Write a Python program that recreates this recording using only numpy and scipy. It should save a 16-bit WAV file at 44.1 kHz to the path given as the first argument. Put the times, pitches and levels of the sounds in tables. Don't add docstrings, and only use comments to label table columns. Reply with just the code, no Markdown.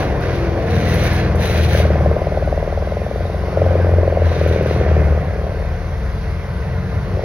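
import sys
import numpy as np
from scipy import signal
from scipy.fft import rfft, irfft, next_fast_len
from scipy.io import wavfile
from scipy.ndimage import uniform_filter1d, minimum_filter1d, map_coordinates

SR = 44100
rng = np.random.default_rng(int(sys.argv[2]) if len(sys.argv) > 2 else 0)


def bounce(signal):
    frames = np.transpose(np.atleast_2d(signal))
    limited = np.clip(frames, -1, 1)
    pcm = np.round(limited * 32767).astype(np.int16)
    wavfile.write(sys.argv[1], SR, pcm)


N = 319284
TIME = np.arange(N) / SR

# t/s, speed/(turns/s)
MILL_SPEED = [(0, 22.001), (.5, 21.217), (1.3, 20.372), (2.04, 19.023), (2.28, 19.227), (3.58, 22.249),
              (4.05, 21.375), (4.3, 20.72), (5.18, 18.87), (5.47, 18.88), (6.68, 22.15), (7.24, 23.268)]
# t/s, load/dB, upper rumble drive/dB
CHAMBER_LOAD = [(0, -18, -19), (.35, -23, -19), (.95, -22, -22), (1.6, -23.5, -18.5), (2.05, -21.5, -18),
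                (2.25, -27, -23), (3.1, -35.5, -30.5), (3.5, -29.5, -26), (3.65, -23.5, -25),
                (4.3, -27.5, -23.5), (4.7, -25, -22.5), (5.05, -22.5, -16.5), (5.35, -33, -21),
                (6.1, -37.5, -26.5), (7.05, -34, -20.5), (7.24, -30, -27)]
# t/s, level/dB
FAN_LEVEL = [(0, -47.5), (2.2, -47.5), (2.8, -47), (3.5, -46), (4.05, -48.5), (5.3, -49.5), (6.2, -47),
             (6.75, -49), (7.24, -47.5)]
# f/Hz, level/dB
FAN_EQ = [(1200, -15), (2500, -1.5), (3500, 2), (4500, 4.5), (6000, -2.5), (10000, -1), (12000, -3),
          (14500, -2), (16000, -15)]
# f/Hz, level/dB
RUMBLE_EQ = [(20, -48), (36, -33), (50, -16.5), (62, -3), (85, 9.5), (110, 1), (170, -3), (215, -12.5),
             (260, -37), (400, -54.5)]
# multiple of its own speed, level/dB
DIESEL_ORDERS = [(2, -33), (3, -35), (4, -35), (6, -44), (8, -46)]
# f/Hz, level/dB, waver/rad
PUMP_WHINES = [(448.7, -40, 0.27), (1027, -51, 1.6), (1476, -51, 2.5), (1580, -61.5, 0.66),
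               (1860, -58, 0.76), (2007, -52.5, 1.8)]
# f/Hz, level/dB
CHURN_EQ = [(120, -44), (235, -8), (320, -6.5), (460, -2), (600, -3.5), (720, -2.5), (830, -11),
            (1200, -17.5), (2500, -55)]
# f/Hz, level/dB
ROAR_EQ = [(300, -28.5), (700, 1.5), (1020, 4), (1220, 4), (1550, 1.5), (2100, -1.5), (2600, -8),
           (3200, -18), (5000, -25.5), (16000, -51.5)]
# f/Hz, level/dB
TEAR_EQ = [(500, -19.5), (1200, -1.5), (1530, 2), (1800, 0.5), (2150, -3), (2600, -6), (3200, -18.5),
           (5000, -17.5), (16000, -54)]
# f/Hz, level/dB
SPRAY_EQ = [(1000, -10), (2400, 5.5), (3300, -3), (3950, -3.5), (4600, -5), (5300, -11), (6300, -8),
            (10200, -9.5), (12000, -13), (16000, -10)]
# t/s, length/s, rise/s, roar/dB, spray/dB
NOISE_BURSTS = [(-.05, 0.056, .03, -33, -36.5), (.2, 0.25, 0.03, -33.5, -45.5),
                (.55, 0.46, 0.36, -29.5, -37.5), (.66, 0.043, .06, -44, -44.5),
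                (1.01, 0.19, 0.05, -30, -39), (1.37, 0.27, 0.06, -32, -35.5), (1.68, 0.13, 0.06, -31, -36),
                (3.57, 0.29, 0.032, -43.5, -65), (4.19, 0.38, 0.071, -36, -44),
                (4.63, 0.14, 0.036, -46, -44.5), (4.4, 0.58, 0.71, -34.5, -71)]
# t/s, relative level/dB
WOOD_SNAPS = [(.2084, -37), (.3566, -37), (0.8896, -30), (0.9434, -24.5), (1.038, -25), (1.1336, -27),
              (1.356, -32), (1.406, -31), (1.4341, -41), (1.457, -26), (1.6871, -34), (1.7419, -42),
              (4.2812, -43), (4.4338, -41), (4.4767, -34.5), (4.6284, -40), (4.668, -39), (4.77, -41)]
# f/Hz, level/dB
SNAP_EQ = [(1000, -18), (3000, -14), (10000, 9.5), (16000, 3.5)]
# t/s, length/s, rise/s, level/dB, f/Hz
WOOD_SCRAPES = [(.7, .55, .12, -49, 4100), (1.06, 0.12, 0.046, -34, 1700), (1.4, .2, .04, -43, 3990),
                (1.69, .15, .06, -36, 2130), (3.6, 0.38, .05, -40, 1530), (3.6, 0.93, .1, -32, 533),
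                (5.198, 0.4, 0.057, -35.5, 590)]
# f/Hz, width/Hz, boost/dB
HOOD_RINGS = [(1020, 70, 3), (1470, 50, 3), (1563, 18, 6), (1645, 35, 3), (1783, 35, 4.5), (1965, 45, 4.5),
              (2135, 28, 6), (2450, 79, 1), (2830, 45, 3.5), (3250, 79, 5)]
# f/Hz, width/Hz, boost/dB
CONVEYOR_RINGS = [(3870, 60, 2.5), (4020, 45, 3), (4150, 50, 3), (4364, 25, 5), (4566, 25, 6),
                  (5762, 30, 3), (6181, 25, 4.5)]
# t/s, length/s, rise/s, level/dB, multiple of mill speed
TOOTH_TONES = [(.1, .5, .1, -34, 26), (.28, .3, .08, -28, 16), (.62, .22, .06, -27, 22),
               (.7, .35, .1, -36, 14), (1.15, .5, .1, -37, 16)]
# f/Hz, level/dB
GROWL_EQ = [(200, -1), (255, -4), (310, 0), (345, 1), (395, 1), (460, 0), (530, 0), (620, -5), (760, -12)]
# multiple of mill speed, relative level/dB
DRONE_ORDERS = [(5, -4), (6, 0), (7, -10), (8, -1), (9, -9), (10, -3.5)]
# t/s, length/s, rise/s, drone/dB, growl/dB, overtones/dB
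DEEP_CUTS = [(.08, .58, .1, -26, -28, -33), (.66, .76, .08, -20, -30, -24),
             (1.42, .71, .14, -15.5, -32.5, -27), (2.25, .35, .05, -23, -41, -36),
             (3.52, .38, .16, -14.3, -31, -30), (3.9, .1, .03, -12.3, -31, -28),
             (4.0, .19, .05, -20.5, -34, -35), (4.19, .12, .04, -12, -36, -35),
             (4.32, .23, .08, -15.5, -33, -29), (4.56, .28, .04, -19.5, -33, -27),
             (4.85, .3, .04, -13.3, -35, -27)]
# t/s, length/s, rise/s, leading row/dB, opposite row/dB
LOG_BITES = [(1.15, .53, .18, -10, -26), (1.68, .35, .08, -5.5, -22), (2.03, .3, .02, -4.8, -20),
             (2.33, .55, .02, -5.2, -20), (2.88, .25, .02, -8.5, -25), (3.13, .42, .02, -11, -30),
             (3.55, .08, .02, -2, -19), (3.64, .2, .03, -6, -18), (3.84, .09, .02, -6.5, -8),
             (3.93, .3, .02, -4.5, -16.5), (4.24, .14, .02, -8.8, -22), (4.38, .6, .02, -3.3, -15),
             (4.98, .32, .02, -10, -18), (5.3, .36, .02, -15.5, -14.5), (7.12, .2, .07, -10.5, -16)]
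# t/s, f/Hz
LOG_PITCH = [(0, 482), (1.6, 540), (2.4, 584), (3.5, 563), (4.1, 543), (4.7, 483), (5.3, 560), (7.2, 535)]
# t/s, accent/dB
SQUARE_HITS = [(1.803, 1.5), (2.063, 1.5), (3.53, 3), (3.62, 1.5), (3.756, 2.5), (3.987, 2), (4.08, 3),
               (4.175, 3.5), (4.222, 4), (4.969, 2), (5.39, 4), (5.55, 2.5)]
# f/Hz, correlation
PORT_LIKENESS = [(60, 0.93), (500, 0.97), (1000, 0.73), (2000, 0.89), (4000, 0.65), (6000, 0.54),
                 (10000, 0.25), (16000, 0.1)]
# f/Hz, left/dB, right/dB
PORT_EQ = [(60, 0.74, -1.7), (206, 0, 0), (530, 1.5, -1.5), (1250, -3, -3), (2430, -2.5, 1.5),
           (3560, 6, -3), (5200, 0, 2.5), (6190, 0.5, 6), (6780, -34.5, -4.5), (7350, -43.5, -38),
           (8400, -26, -37.5), (9870, -0.5, -17), (10450, 2.5, -15.5), (12400, -6.5, -6.5),
           (15000, -8.5, -13)]

FULL_LOAD_DB, CUT_RELEASE_S = -24, .021


def amp(db):
    return 10 ** (np.asarray(db) / 20)


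def unit_rms(x):
    return x / np.sqrt(np.mean(x ** 2) + 1e-20)


def curve(rows, column=1):
    rows = np.asarray(rows)
    return np.interp(TIME, rows[:, 0], rows[:, column])


def at_hz(rows, hz, column=1):
    rows = np.asarray(rows)
    return np.interp(np.log(hz + 1), np.log(rows[:, 0]), rows[:, column])


def colour(x, eq, column=1):
    size = next_fast_len(N + 4096)
    gain = amp(at_hz(eq, np.fft.rfftfreq(size, 1 / SR), column))
    return irfft(rfft(x, size) * gain, size)[..., :N]


def wander(rate):
    points = rng.standard_normal(2000)
    drift = map_coordinates(points, [TIME[::64] * rate + 5], order=3, mode="wrap")
    return unit_rms(drift).repeat(64)[:N]


def noise(eq, mottle_db):
    frames, hz = N // 256 + 5, np.fft.rfftfreq(1024, 1 / SR)
    a, b, c, d, patches = rng.standard_normal((5, frames, 513))
    patches = unit_rms(uniform_filter1d(uniform_filter1d(patches, 16, 0), 6, 1))
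    likeness = at_hz(PORT_LIKENESS, hz)
    left = a + 1j * b
    right = likeness * left + np.sqrt(1 - likeness ** 2) * (c + 1j * d)
    spectra = np.array([left, right]) * amp(mottle_db * patches)
    _, white = signal.istft(spectra.swapaxes(1, 2), nperseg=1024, noverlap=768)
    return unit_rms(colour(white[:, :N], eq))


def swell(start, length, rise, release_s, fade_db_per_s=0):
    t = np.maximum(TIME - start, 0)
    attack = np.minimum(t / rise, 1)
    fade = amp(-fade_db_per_s * np.maximum(t - rise, 0))
    return attack * fade * np.exp(-np.maximum(t - length, 0) / release_s)


def swells(rows, release_s, fade_db_per_s=0, column=3):
    return sum(amp(row[column]) * swell(*row[:3], release_s, fade_db_per_s) for row in rows)


def load_gain(full_db, follows):
    return amp(full_db + follows * (curve(CHAMBER_LOAD) - FULL_LOAD_DB))


def row_pulse(turns):
    return np.cos(2 * np.pi * 4 * turns)


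def steel(x, rings, trim_db=-1):
    hz = np.fft.rfftfreq(N, 1 / SR)
    boost_db = sum(db / (1 + (2 * (hz - f) / width) ** 2) for f, width, db in rings)
    return irfft(rfft(x) * amp(boost_db + trim_db), N)


def pan(x, left_lead_s):
    delay = np.exp(-2j * np.pi * np.fft.rfftfreq(N, 1 / SR) * left_lead_s)
    return np.array([x[0], irfft(rfft(x[1]) * delay, N)])


def limiter(x, ceiling=.86, split_hz=1100):
    low = signal.sosfiltfilt(signal.butter(4, split_hz, fs=SR, output="sos"), x)
    gain = np.minimum(1, ceiling / (abs(low) + 1e-9))
    held = minimum_filter1d(gain, size=161)
    smooth = uniform_filter1d(uniform_filter1d(held, size=81), size=81)
    return x + low * (smooth - 1)


def fan():
    return noise(FAN_EQ, mottle_db=1.5) * amp(curve(FAN_LEVEL))


def whines():
    out = np.zeros(N)
    for hz, db, waver in PUMP_WHINES:
        out += amp(db + .52 * wander(11)) * np.sin(2 * np.pi * hz * TIME + waver * wander(30 * waver))
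    return np.sqrt(2) * out


def loader(firing_hz=61.4, level_db=-30.5):
    gain = np.sqrt(2) * amp(level_db + 1.2 * wander(1.7))
    return gain * np.sin(2 * np.pi * firing_hz * TIME + 1.05 * wander(3.6))


def diesel(turns, belt_ratio=1.055):
    out = np.zeros(N)
    for order, db in DIESEL_ORDERS:
        gain = amp(db + 3.5 * wander(4.7))
        out += gain * np.sin(2 * np.pi * (order * belt_ratio * turns + rng.random()))
    return np.sqrt(2) * out


def rumble(split_hz=107.5, exhaust_db=-32.2, housing_trim_db=-6.3):
    whole = noise(RUMBLE_EQ, mottle_db=0)
    deep = signal.sosfiltfilt(signal.butter(3, split_hz, fs=SR, output="sos"), whole)
    housing = amp(curve(CHAMBER_LOAD, column=2) + housing_trim_db) * unit_rms(whole - deep)
    return amp(exhaust_db) * unit_rms(deep) + housing


def churn(turns, throb=.1):
    beat = 1 + throb * row_pulse(turns)
    return noise(CHURN_EQ, mottle_db=1.5) * load_gain(full_db=-26, follows=.67) * beat


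def shredding(turns, rasp=.35):
    roar = noise(ROAR_EQ, mottle_db=1.5) * load_gain(full_db=-32, follows=.28)
    surges = noise(TEAR_EQ, mottle_db=1.5) * swells(NOISE_BURSTS, release_s=.12)
    flicker = amp(wander(40))
    return roar + surges * flicker * (1 + rasp * row_pulse(turns))


def chips(per_s=800, spread_db=3.7, tick_s=.0014, bright_above_db=-42, brighten=.7):
    flow = swells(NOISE_BURSTS, release_s=.065, column=4)
    sizes = amp(spread_db * np.minimum(rng.exponential(1, N), 4.5))
    hits = sizes * (rng.random(N) < per_s / SR)
    tick = rng.standard_normal((2, 400)) * np.exp(-TIME[:400] / tick_s)
    ticks = signal.oaconvolve(hits[None], tick, axes=1)[:, :N]
    crackle = amp(1) * unit_rms(colour(ticks, SPRAY_EQ))
    hiss = amp(4) * noise(SPRAY_EQ, mottle_db=1)
    spray = flow * (hiss + crackle) * amp(1.5 * wander(45))
    fizz = signal.sosfiltfilt(signal.butter(2, 7500, "high", fs=SR, output="sos"), spray)
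    fizz_gain = (flow / amp(bright_above_db) + 1e-6) ** brighten
    return steel(spray + fizz * (fizz_gain - 1), CONVEYOR_RINGS)


def snaps(crack_s=.0012, crack_db=4, tail_s=.03, tail_db=-8):
    shape = amp(crack_db) * np.exp(-TIME / crack_s) + amp(tail_db) * np.exp(-TIME / tail_s)
    envelope = np.zeros(N)
    for start_s, db in WOOD_SNAPS:
        start = int(start_s * SR)
        envelope[start:] += amp(db) * shape[:N - start]
    return envelope * noise(SNAP_EQ, mottle_db=1)


def scrapes(width_hz=130, release_s=.05):
    hz, out = np.fft.rfftfreq(N, 1 / SR), np.zeros((2, N))
    friction = rfft(noise([(500, 0), (6000, 0)], mottle_db=0))
    for start, length, rise, db, pitch in WOOD_SCRAPES:
        ring = irfft(friction / (1 + (2 * (hz - pitch) / width_hz) ** 2), N)
        out += amp(db) * swell(start, length, rise, release_s) * unit_rms(ring)
    return out


def singing(turns, gear_order=26.6, gear_db=-43):
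    teeth = np.zeros(N)
    for start, length, rise, db, order in TOOTH_TONES:
        envelope = amp(db) * swell(start, length, rise, release_s=.048)
        teeth += envelope * np.sin(2 * np.pi * order * turns + .15 * wander(8.8))
    gears = amp(gear_db + 2 * wander(3)) * np.sin(2 * np.pi * gear_order * turns + .5 * wander(2.4))
    return np.sqrt(2) * (teeth + gears)


def growl(turns, odd_db=-4, waver_db=3):
    speed, stack = curve(MILL_SPEED), np.zeros(N)
    for order in range(10, 37):
        gain = amp(at_hz(GROWL_EQ, order * speed) + order % 2 * odd_db + waver_db * wander(3.974))
        phase = 2 * np.pi * (order * turns + rng.random())
        stack += gain * np.cos(phase + .94 * wander(5) + .35 * wander(45))
    cutting = swells(DEEP_CUTS, CUT_RELEASE_S, column=4)
    return np.hypot(load_gain(full_db=-32.5, follows=.9), cutting) * unit_rms(stack)


def drone(turns, idle_db=-27, idle_overtones_db=-35.5, third_db=-28, housing_hz=213):
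    push = np.hypot(swells(DEEP_CUTS, CUT_RELEASE_S), amp(idle_db - wander(8.9)))
    third = amp(third_db) * np.cos(2 * np.pi * (3 * turns + rng.random()) + .5 * wander(3))
    speed, overtones = curve(MILL_SPEED), np.zeros(N)
    for order, db in DRONE_ORDERS:
        lowpass = 1 / np.hypot(1, (order * speed / housing_hz) ** 16)
        gain = lowpass * amp(db + 2 * wander(2.94))
        overtones += gain * np.cos(2 * np.pi * (order * turns + rng.random()) + .45 * wander(2.8))
    richness = np.hypot(swells(DEEP_CUTS, CUT_RELEASE_S, column=5), amp(idle_overtones_db))
    return np.sqrt(2) * (-push * row_pulse(turns) + third + richness * overtones)


def knock(t, gain, hz, width_s=.00155, stretch=.35, fall_per_s=48, ring_db=-18, ring_s=.007):
    detune = 1 + .029 * rng.standard_normal()
    cycles = hz * detune * (t - fall_per_s * t ** 2 / 2)
    blow = np.exp(-(t / (width_s * (1 + stretch * gain))) ** 2)
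    tail = amp(ring_db) * (t > 0) * (1 - blow) * np.exp(-abs(t) / ring_s)
    return gain * (blow * np.cos(2 * np.pi * cycles) + tail * np.cos(2 * np.pi * hz * t))


def hammers(turns, between_db=-22, echo_s=.0052, echo_db=-18):
    row_count = np.floor(4 * turns).astype(int)
    leading = swells(LOG_BITES, release_s=.012, fade_db_per_s=9)
    opposite = swells(LOG_BITES, release_s=.012, fade_db_per_s=9, column=4)
    between = leading * amp(between_db)
    row_gains = [leading, between, opposite, between]
    pitch = curve(LOG_PITCH)
    offsets, out = np.arange(-300, 1300), np.zeros(N + 1600)
    for i in np.flatnonzero(np.diff(row_count)) + 1:
        row = row_count[i] % 4
        accent_db = sum(db for hit_s, db in SQUARE_HITS if abs(hit_s - i / SR) < .005)
        scatter_db = rng.standard_normal() * (2 if row else .5)
        gain = row_gains[row][i] * amp(accent_db + scatter_db)
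        out[i + offsets] += knock(offsets / SR, gain, pitch[i])
    direct = out[:N]
    return direct + amp(echo_db) * np.interp(TIME - echo_s, TIME, direct, left=0)


def scene():
    turns = .551 + np.cumsum(curve(MILL_SPEED)) / SR
    cutting = drone(turns) + growl(turns) + singing(turns)
    engines = diesel(turns) + loader() + whines()
    body = cutting + engines + hammers(turns) + rumble() + churn(turns)
    debris = steel(shredding(turns) + chips() + snaps(), HOOD_RINGS)
    mill = pan(body + debris + scrapes(), left_lead_s=-.000065)
    return mill + pan(steel(fan(), HOOD_RINGS), left_lead_s=.0002)


def record(dry, top_hz=15800):
    ports = np.array([colour(dry[0], PORT_EQ, column=1), colour(dry[1], PORT_EQ, column=2)])
    lowpass = signal.firwin(511, top_hz, window=("kaiser", 9), fs=SR)
    return signal.oaconvolve(limiter(ports), lowpass[None], "same")


dry = scene()
out = record(dry)
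bounce(out)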